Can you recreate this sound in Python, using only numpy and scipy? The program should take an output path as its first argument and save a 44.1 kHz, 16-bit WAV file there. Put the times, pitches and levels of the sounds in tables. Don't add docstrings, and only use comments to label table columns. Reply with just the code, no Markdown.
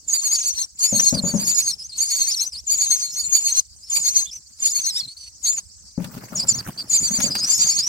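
import sys
import numpy as np
from scipy import signal
from scipy.fft import rfft, irfft, next_fast_len
from scipy.io import wavfile
from scipy.ndimage import uniform_filter1d, map_coordinates

SR = 44100
rng = np.random.default_rng(int(sys.argv[2]) if len(sys.argv) > 2 else 0)


def put_to_file(sound):
    columns = np.atleast_2d(sound).T
    safe = np.clip(columns, -1, 1)
    whole_steps = np.round(safe * 32767)
    wavfile.write(sys.argv[1], SR, whole_steps.astype(np.int16))


N = 347508
TIME = np.arange(N) / SR
SCRAMBLE_S, TURNED_DB = 6.0, -11


def amp(db):
    return 10 ** (np.asarray(db) / 20)


def unit(x):
    return x / np.sqrt(np.mean(x ** 2) + 1e-20)


def sides(db):
    return amp([[db / 2], [-db / 2]])


def wobble(rate):
    return unit(map_coordinates(rng.standard_normal(int(N * rate / SR) + 4), [TIME * rate]))


def filtered(x, response):
    size = next_fast_len(N + SR // 4)
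    return irfft(rfft(x, size) * response(np.fft.rfftfreq(size, 1 / SR)), size)[..., :N]


def rush(spectrum, mono_hz=400, patchy_db=4):
    def colour(hz):
        width = np.pi / 4 / (1 + (mono_hz / (hz + 1)) ** 2)
        return amp(np.interp(np.log(hz + 1), np.log(knots_hz), db)) * [np.cos(width), np.sin(width)]

    knots_hz, db = np.transpose(spectrum)
    cells = signal.stft(rng.standard_normal((2, N)), nperseg=256)[2]
    patches = rng.standard_normal(cells.shape[1:])
    patches = unit(uniform_filter1d(uniform_filter1d(patches, 5, axis=0), 7, axis=1))
    noise = signal.istft(cells * amp(patchy_db * patches), nperseg=256)[1][:, :N]
    mid, side = filtered(noise, colour)
    return unit(np.array([mid + side, mid - side]))


# (frequency [Hz], relative density [dB])
INSECT_SPECTRUM = [(2500, -31.5), (3600, -28.5), (4600, -6), (8300, -7.5), (9600, -28), (15500, -30.5)]


def insects(level_db=-48):
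    return amp(level_db) * rush(INSECT_SPECTRUM, patchy_db=4.5)


def draught(level_db=-60):
    gusts = amp(level_db + 2.5 * wobble(4))
    return gusts * sides(-13) * rush([(25, -26), (65, 0), (200, -30), (900, -90)], mono_hz=1)


# (frequency [Hz], relative density [dB])
TWIG_SPECTRUM = [(60, -22.5), (110, 0.5), (200, -1), (400, -14.5), (1500, -15.5), (5000, -32.5),
                 (16000, -24.5)]


def twig_shuffle(still_db=-68, begging_db=10, stirred_db=-36, settle_s=0.15, scramble_db=-44):
    begging = uniform_filter1d(effort()[2], int(.08 * SR))
    stirred = sum(amp(db / 3 + stirred_db) * (TIME > s) * np.exp(-np.abs(TIME - s) / settle_s)
                  for s, db in HOPS)
    scramble = amp(scramble_db) * (TIME > SCRAMBLE_S)
    rustle = unit(amp(3 * wobble(25) + 3 * wobble(250)) * rush(TWIG_SPECTRUM))
    return (amp(still_db + begging_db * begging) + stirred + scramble) * rustle


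# (time [s], relative level [dB])
CLICKS = [(0.9964, -14.5), (5.5819, -27.5), (6.043, -23.5), (7.2025, -13.5), (7.352, -14)]


def dry_clicks(attack_s=0.00036, t60=0.057):
    out, t = np.zeros((2, N + SR)), np.arange(SR // 20) / SR
    for s, db in CLICKS:
        envelope = amp(db - 60 * t / t60) * (1 - np.exp(-t / attack_s))
        out[:, round(s * SR):][:, :len(t)] += envelope * rng.standard_normal((2, len(t)))
    return filtered(out[:, :N], lambda hz: 1j * hz / (600 + 1j * hz) / (1 + 1j * hz / 5000))


# (time [s], relative level [dB])
HOPS = [(0.925, -17.5), (1.126, -13), (1.237, -14.5), (1.338, -12.5), (5.978, -15), (6.165, -27.5),
        (6.322, -25.5), (6.435, -30), (6.548, -38), (7.106, -24), (7.187, -21), (7.239, -23), (7.36, -28)]
# (frequency [Hz], relative level [dB])
BOARD_MODES = [(193.5, -1), (230, -4.5), (385, -7.5), (560, -1), (760, -10.5)]


def parent_hops(t60_cycles=10, attack_s=0.0027, scuffle_db=-26.5, scuffle_t60=0.32):
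    out, t = np.zeros((2, N + SR)), np.arange(SR // 4) / SR
    for s, db in HOPS:
        ring = np.zeros(len(t))
        for hz, mode_db in BOARD_MODES:
            decay = amp(mode_db + rng.normal(0, 2.64) - 60 * t * hz / t60_cycles)
            ring += decay * np.sin(2 * np.pi * hz * rng.normal(1, 0.037) * t)
        ring *= 1 - np.exp(-t / attack_s)
        scuffle = amp(scuffle_db - 60 * t / scuffle_t60) * rng.standard_normal(len(t))
        thud = ring + signal.fftconvolve(scuffle, ring)[:len(t)]
        out[:, round(s * SR):][:, :len(t)] += amp(db) * thud
    return sides(10.2) * out[:, :N]


def box_walls(x, wet_db=-13, t60=.03):
    t = np.arange(SR // 16) / SR
    tail = rng.standard_normal((2, len(t))) * amp(-60 * t / t60) * (t > .0008)
    tail = amp(wet_db) * tail / np.linalg.norm(tail, axis=1, keepdims=True)
    return x + signal.fftconvolve(x, tail, axes=1)[:, :N]


def peeps(centre_hz=5100, below_db=-19, linger_s=.12):
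    db, _, crying = effort()
    phase = 2 * np.pi * np.cumsum(centre_hz * (1 + .11 * wobble(25))) / SR
    bursts = np.clip(wobble(30), 0, 1) * uniform_filter1d(crying, int(linger_s * SR)) ** 2
    return amp(below_db + db) * bursts * (np.sin(phase) + .5 * np.sin(2 * phase))


# (start [s], length [s], relative level [dB], first pitch [Hz], turning pitch [Hz], last pitch [Hz])
SLIDES = [(0.345, 0.079, -30, 6090, 6600, 5440), (0.475, .045, -36, 5300, 5700, 6000),
          (1.076, 0.1, -35, 5430, 5500, 6300), (1.137, 0.07, -25.5, 4880, 4830, 4140),
          (1.777, 0.1, -35.5, 5770, 4840, 6800), (1.887, 0.087, -40.5, 5450, 4130, 4550),
          (2.289, 0.068, -24.5, 4700, 5460, 4080), (2.516, 0.095, -34.5, 5560, 4250, 5930),
          (2.972, 0.15, -37.5, 5500, 4490, 4210), (3.095, 0.088, -38, 5900, 5200, 6240),
          (3.817, 0.081, -45.5, 4600, 5310, 5590), (4.253, 0.056, -38.5, 3300, 3650, 3280),
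          (4.307, 0.088, -34.5, 5080, 6040, 5960), (5.069, 0.076, -40, 4030, 4460, 4380),
          (5.163, 0.13, -44.5, 4400, 4550, 4270), (5.173, 0.13, -48.5, 5950, 6050, 5730),
          (6.358, 0.093, -27.5, 6450, 5006, 4780), (6.484, 0.049, -26, 5930, 4740, 4710),
          (6.579, 0.038, -35, 5900, 4840, 4470), (6.771, 0.062, -30, 4210, 4770, 4360),
          (7.301, 0.16, -25.5, 4900, 4750, 5030), (7.374, .037, -27.5, 6550, 6550, 6620),
          (7.436, 0.098, -23.5, 5400, 5930, 6510), (7.527, 0.14, -28, 5080, 5460, 6620),
          (7.605, 0.16, -30.5, 4950, 4750, 5760), (7.782, 0.11, -22, 4880, 5010, 6100)]
# (frequency [Hz], relative density [dB])
BREATH_SPECTRUM = [(600, -39.5), (1050, -28.5), (1500, -40.5), (2300, -22), (3500, -20.5), (4500, -15),
                   (6500, -22.5), (8500, -9.5), (10000, -31), (13000, -24), (16000, -40)]


def nest_mates(octave_db=-8, breath_db=-13, edge_s=0.0081, turn_share=.4):
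    tone, octave, level = np.zeros((3, N))
    shiver_hz = 35 * wobble(350) + 80 * wobble(60)
    for start, length, db, *hz in SLIDES:
        part = slice(round(start * SR), round((start + length) * SR))
        t = TIME[part] - start
        pitch = np.interp(t, [0, turn_share * length, length], hz)
        pitch = uniform_filter1d(pitch, int(edge_s * SR), mode="nearest")
        phase = 2 * np.pi * np.cumsum(pitch + shiver_hz[part]) / SR
        envelope = amp(db) * np.clip(np.minimum(t, length - t) / edge_s, 0, 1) ** 2
        tone[part] += envelope * np.sin(phase)
        octave[part] += envelope * np.sin(2 * phase)
        level[part] += envelope
    octave = filtered(octave, lambda hz: 1 / (1 + (hz / 9500) ** 10))
    voice = np.sqrt(2) * (tone + amp(octave_db + TURNED_DB * (TIME > SCRAMBLE_S)) * octave)
    hoarse = 1 + .4 * np.array([wobble(1200), wobble(1200)])
    flutter = amp(2.8 * wobble(80))
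    return flutter * (hoarse * (voice + peeps()) + amp(breath_db) * level * rush(BREATH_SPECTRUM))


# (start [s], end [s])
CRY_SPANS = [(0.072, 0.66), (0.782, 1.161), (1.214, 1.75), (1.97, 2.506), (2.66, 3.606), (3.892, 4.271),
             (4.592, 5.067), (5.422, 5.604), (6.345, 6.413), (6.477, 6.607), (6.891, 7.3), (7.463, 7.82)]
# (time of top [s], relative level [dB], scoop pitch [Hz], top pitch [Hz], sag pitch [Hz])
CRY_THROBS = [(0.155, -12, 6315, 7120, 6780), (0.265, -14.5, 6320, 6820, 6470),
              (0.343, -12, 6440, 7060, 6550), (0.486, -14.5, 6270, 7000, 5920),
              (0.613, -18, 5840, 6500, 5780), (0.852, -10, 6440, 6950, 6840),
              (0.974, -12.5, 6380, 6630, 5900), (1.078, -9.5, 6520, 6530, 6280),
              (1.296, -18.5, 6680, 7000, 6490), (1.42, -19, 6230, 7210, 6660),
              (1.497, -11, 6610, 7050, 6760), (1.599, -13, 6700, 6870, 6000),
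              (1.699, -13.5, 6380, 6720, 5430), (2.029, -14, 6350, 7000, 6600),
              (2.125, -14.5, 6500, 6820, 6500), (2.175, -17.5, 6530, 6965, 6290),
              (2.231, -14, 6300, 6600, 6000), (2.3, -15, 6020, 7100, 6120), (2.424, -18, 5250, 6490, 5660),
              (2.73, -14.5, 6410, 7150, 6730), (2.831, -15, 6590, 6930, 6280),
              (2.937, -11, 6230, 6566, 6220), (3.046, -19.5, 6160, 6690, 6650),
              (3.194, -18, 6290, 6830, 6680), (3.365, -10, 6570, 6940, 6880),
              (3.481, -14, 6400, 6770, 5980), (3.587, -11, 6040, 6420, 5400),
              (3.968, -12.5, 6480, 7050, 6750), (4.079, -12, 6420, 6790, 5990),
              (4.187, -14.5, 6180, 6520, 6150), (4.672, -13, 6370, 6970, 6800),
              (4.776, -14, 6390, 6790, 6180), (4.885, -15, 5920, 6580, 5240),
              (4.989, -20, 4910, 5710, 4220), (5.486, -11, 6410, 6900, 6680),
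              (6.399, -15, 6680, 7130, 6250), (6.509, -9.5, 6150, 7040, 5600),
              (6.568, -26.5, 5900, 6930, 6480), (6.959, -8.5, 6650, 7340, 6370),
              (7.061, -13.5, 6920, 7130, 5920), (7.163, -12, 6580, 7140, 5990),
              (7.258, -15, 6540, 7170, 6220), (7.521, -11, 6250, 7430, 6650),
              (7.624, -11.5, 6576, 7170, 6500), (7.72, -9, 6470, 7000, 6440),
              (7.8, -15.5, 6450, 6860, 6640)]


def effort(lead_s=0.01, width_s=0.029, edge_s=0.011):
    top_s, db = np.transpose(CRY_THROBS)[:2]
    push_s = top_s - lead_s
    nearest = np.rint(np.interp(TIME, push_s, np.arange(len(push_s)))).astype(int)
    slack = 1 - np.exp(-.5 * ((TIME - push_s[nearest]) / width_s) ** 2)
    crying = sum(np.clip(np.minimum(TIME - start, end - TIME) / edge_s, 0, 1) ** 2
                 for start, end in CRY_SPANS)
    return np.interp(TIME, push_s, db), slack, crying


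def warble(opening_hz=7340, scoop_s=.035, sag_s=.028, flick_s=.055, flick_hz=531.6, slump_hz=5635,
           close_hz_per_s=15000):
    points = []
    for start, end in CRY_SPANS:
        throbs = [row for row in CRY_THROBS if start < row[0] < end]
        following = throbs[1:] + [(np.inf, 0, throbs[-1][-1])]
        points.append((start, opening_hz))
        for (s, _, scoop, top, sag), (next_s, _, next_scoop, *_) in zip(throbs, following):
            flicks = sag > slump_hz and next_s - s > flick_s + scoop_s
            link_s = min(s + flick_s, (s + sag_s + next_s - scoop_s) / 2)
            link_hz = (sag + next_scoop) / 2 + flick_hz * flicks
            turns = [(s - scoop_s, scoop), (s, top), (s + sag_s, sag), (link_s, link_hz)]
            points += [turn for turn in turns if turn[0] < end]
        last_s, last_hz = points[-1]
        points.append((end, last_hz - close_hz_per_s * min(end - last_s, flick_s)))
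    return np.array(sorted(points))


def phase_of(points, jitter_hz):
    s, hz = np.transpose(points)
    place = np.interp(TIME, s, np.arange(len(s)))
    k = np.minimum(place.astype(int), len(s) - 2)
    pitch = hz[k] + (hz[k + 1] - hz[k]) * np.sin(np.pi / 2 * (place - k)) ** 2
    return 2 * np.pi * np.cumsum(pitch + jitter_hz * wobble(350)) / SR


def throat_air(whistle_level, db, linger_s=0.037):
    flow = uniform_filter1d(whistle_level, int(linger_s * SR))
    left, right = rush(BREATH_SPECTRUM, mono_hz=7740)
    return amp(db + 2 * wobble(60)) * flow * [left, np.roll(right, 7)]


# (multiple of the whistle [-], multiple of the low voice [-], relative level [dB])
CRY_PARTIALS = [(1, -1, -24.5), (0, 1, -1), (1, 0, -3), (0, 2, -9.5), (1, 1, -15.5), (0, 3, -14.5)]


def loud_chick(whistle_dip_db=11, harsh_db=-12, harsh_growth=0.76, harsh_dip_db=85, breath_db=-15,
               low_ratio=.655, low_follows=.4, low_delay_s=0.006, pure_db=-27, pure_s=0.077):
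    phase = phase_of(warble(), jitter_hz=55)
    tops_phase = phase_of(np.array(CRY_THROBS)[:, [0, 3]], jitter_hz=59.4)
    low_phase = low_ratio * (low_follows * phase + (1 - low_follows) * tops_phase)
    short_db = sum(pure_db * np.exp((start - end) / pure_s) * (TIME > start) * (TIME < end)
                   for start, end in CRY_SPANS)
    db, slack, crying = effort()
    whistle = crying * amp(db - whistle_dip_db * slack + 2.4 * wobble(110))
    low_slack = np.roll(slack, int(low_delay_s * SR))
    harsh = crying * amp(harsh_db + short_db + harsh_growth * db - harsh_dip_db * low_slack ** 2)
    uneven = 1 + .22 * np.array([wobble(1500), wobble(1500)])
    voice = 0
    for high, low, partial_db in CRY_PARTIALS:
        swell = amp(3.23 * np.array([wobble(60), wobble(60)]))
        drift = [[.5], [-.5]] * (1.99 * wobble(14))
        turned_db = TURNED_DB * (TIME > SCRAMBLE_S) * (high + low > 1)
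        level = amp(partial_db + turned_db) * (harsh if low else whistle) * uneven * swell
        voice += sides(2.1 * high) * level * np.sin(high * phase + low * low_phase + drift)
    return voice + throat_air(whistle, breath_db + short_db)


def scene():
    chicks = box_walls(loud_chick() + nest_mates())
    return chicks + parent_hops() + dry_clicks() + twig_shuffle() + draught() + insects()


def record(dry):
    return filtered(np.tanh(dry), lambda hz: hz < 16000)


dry = scene()
out = record(dry)
put_to_file(out)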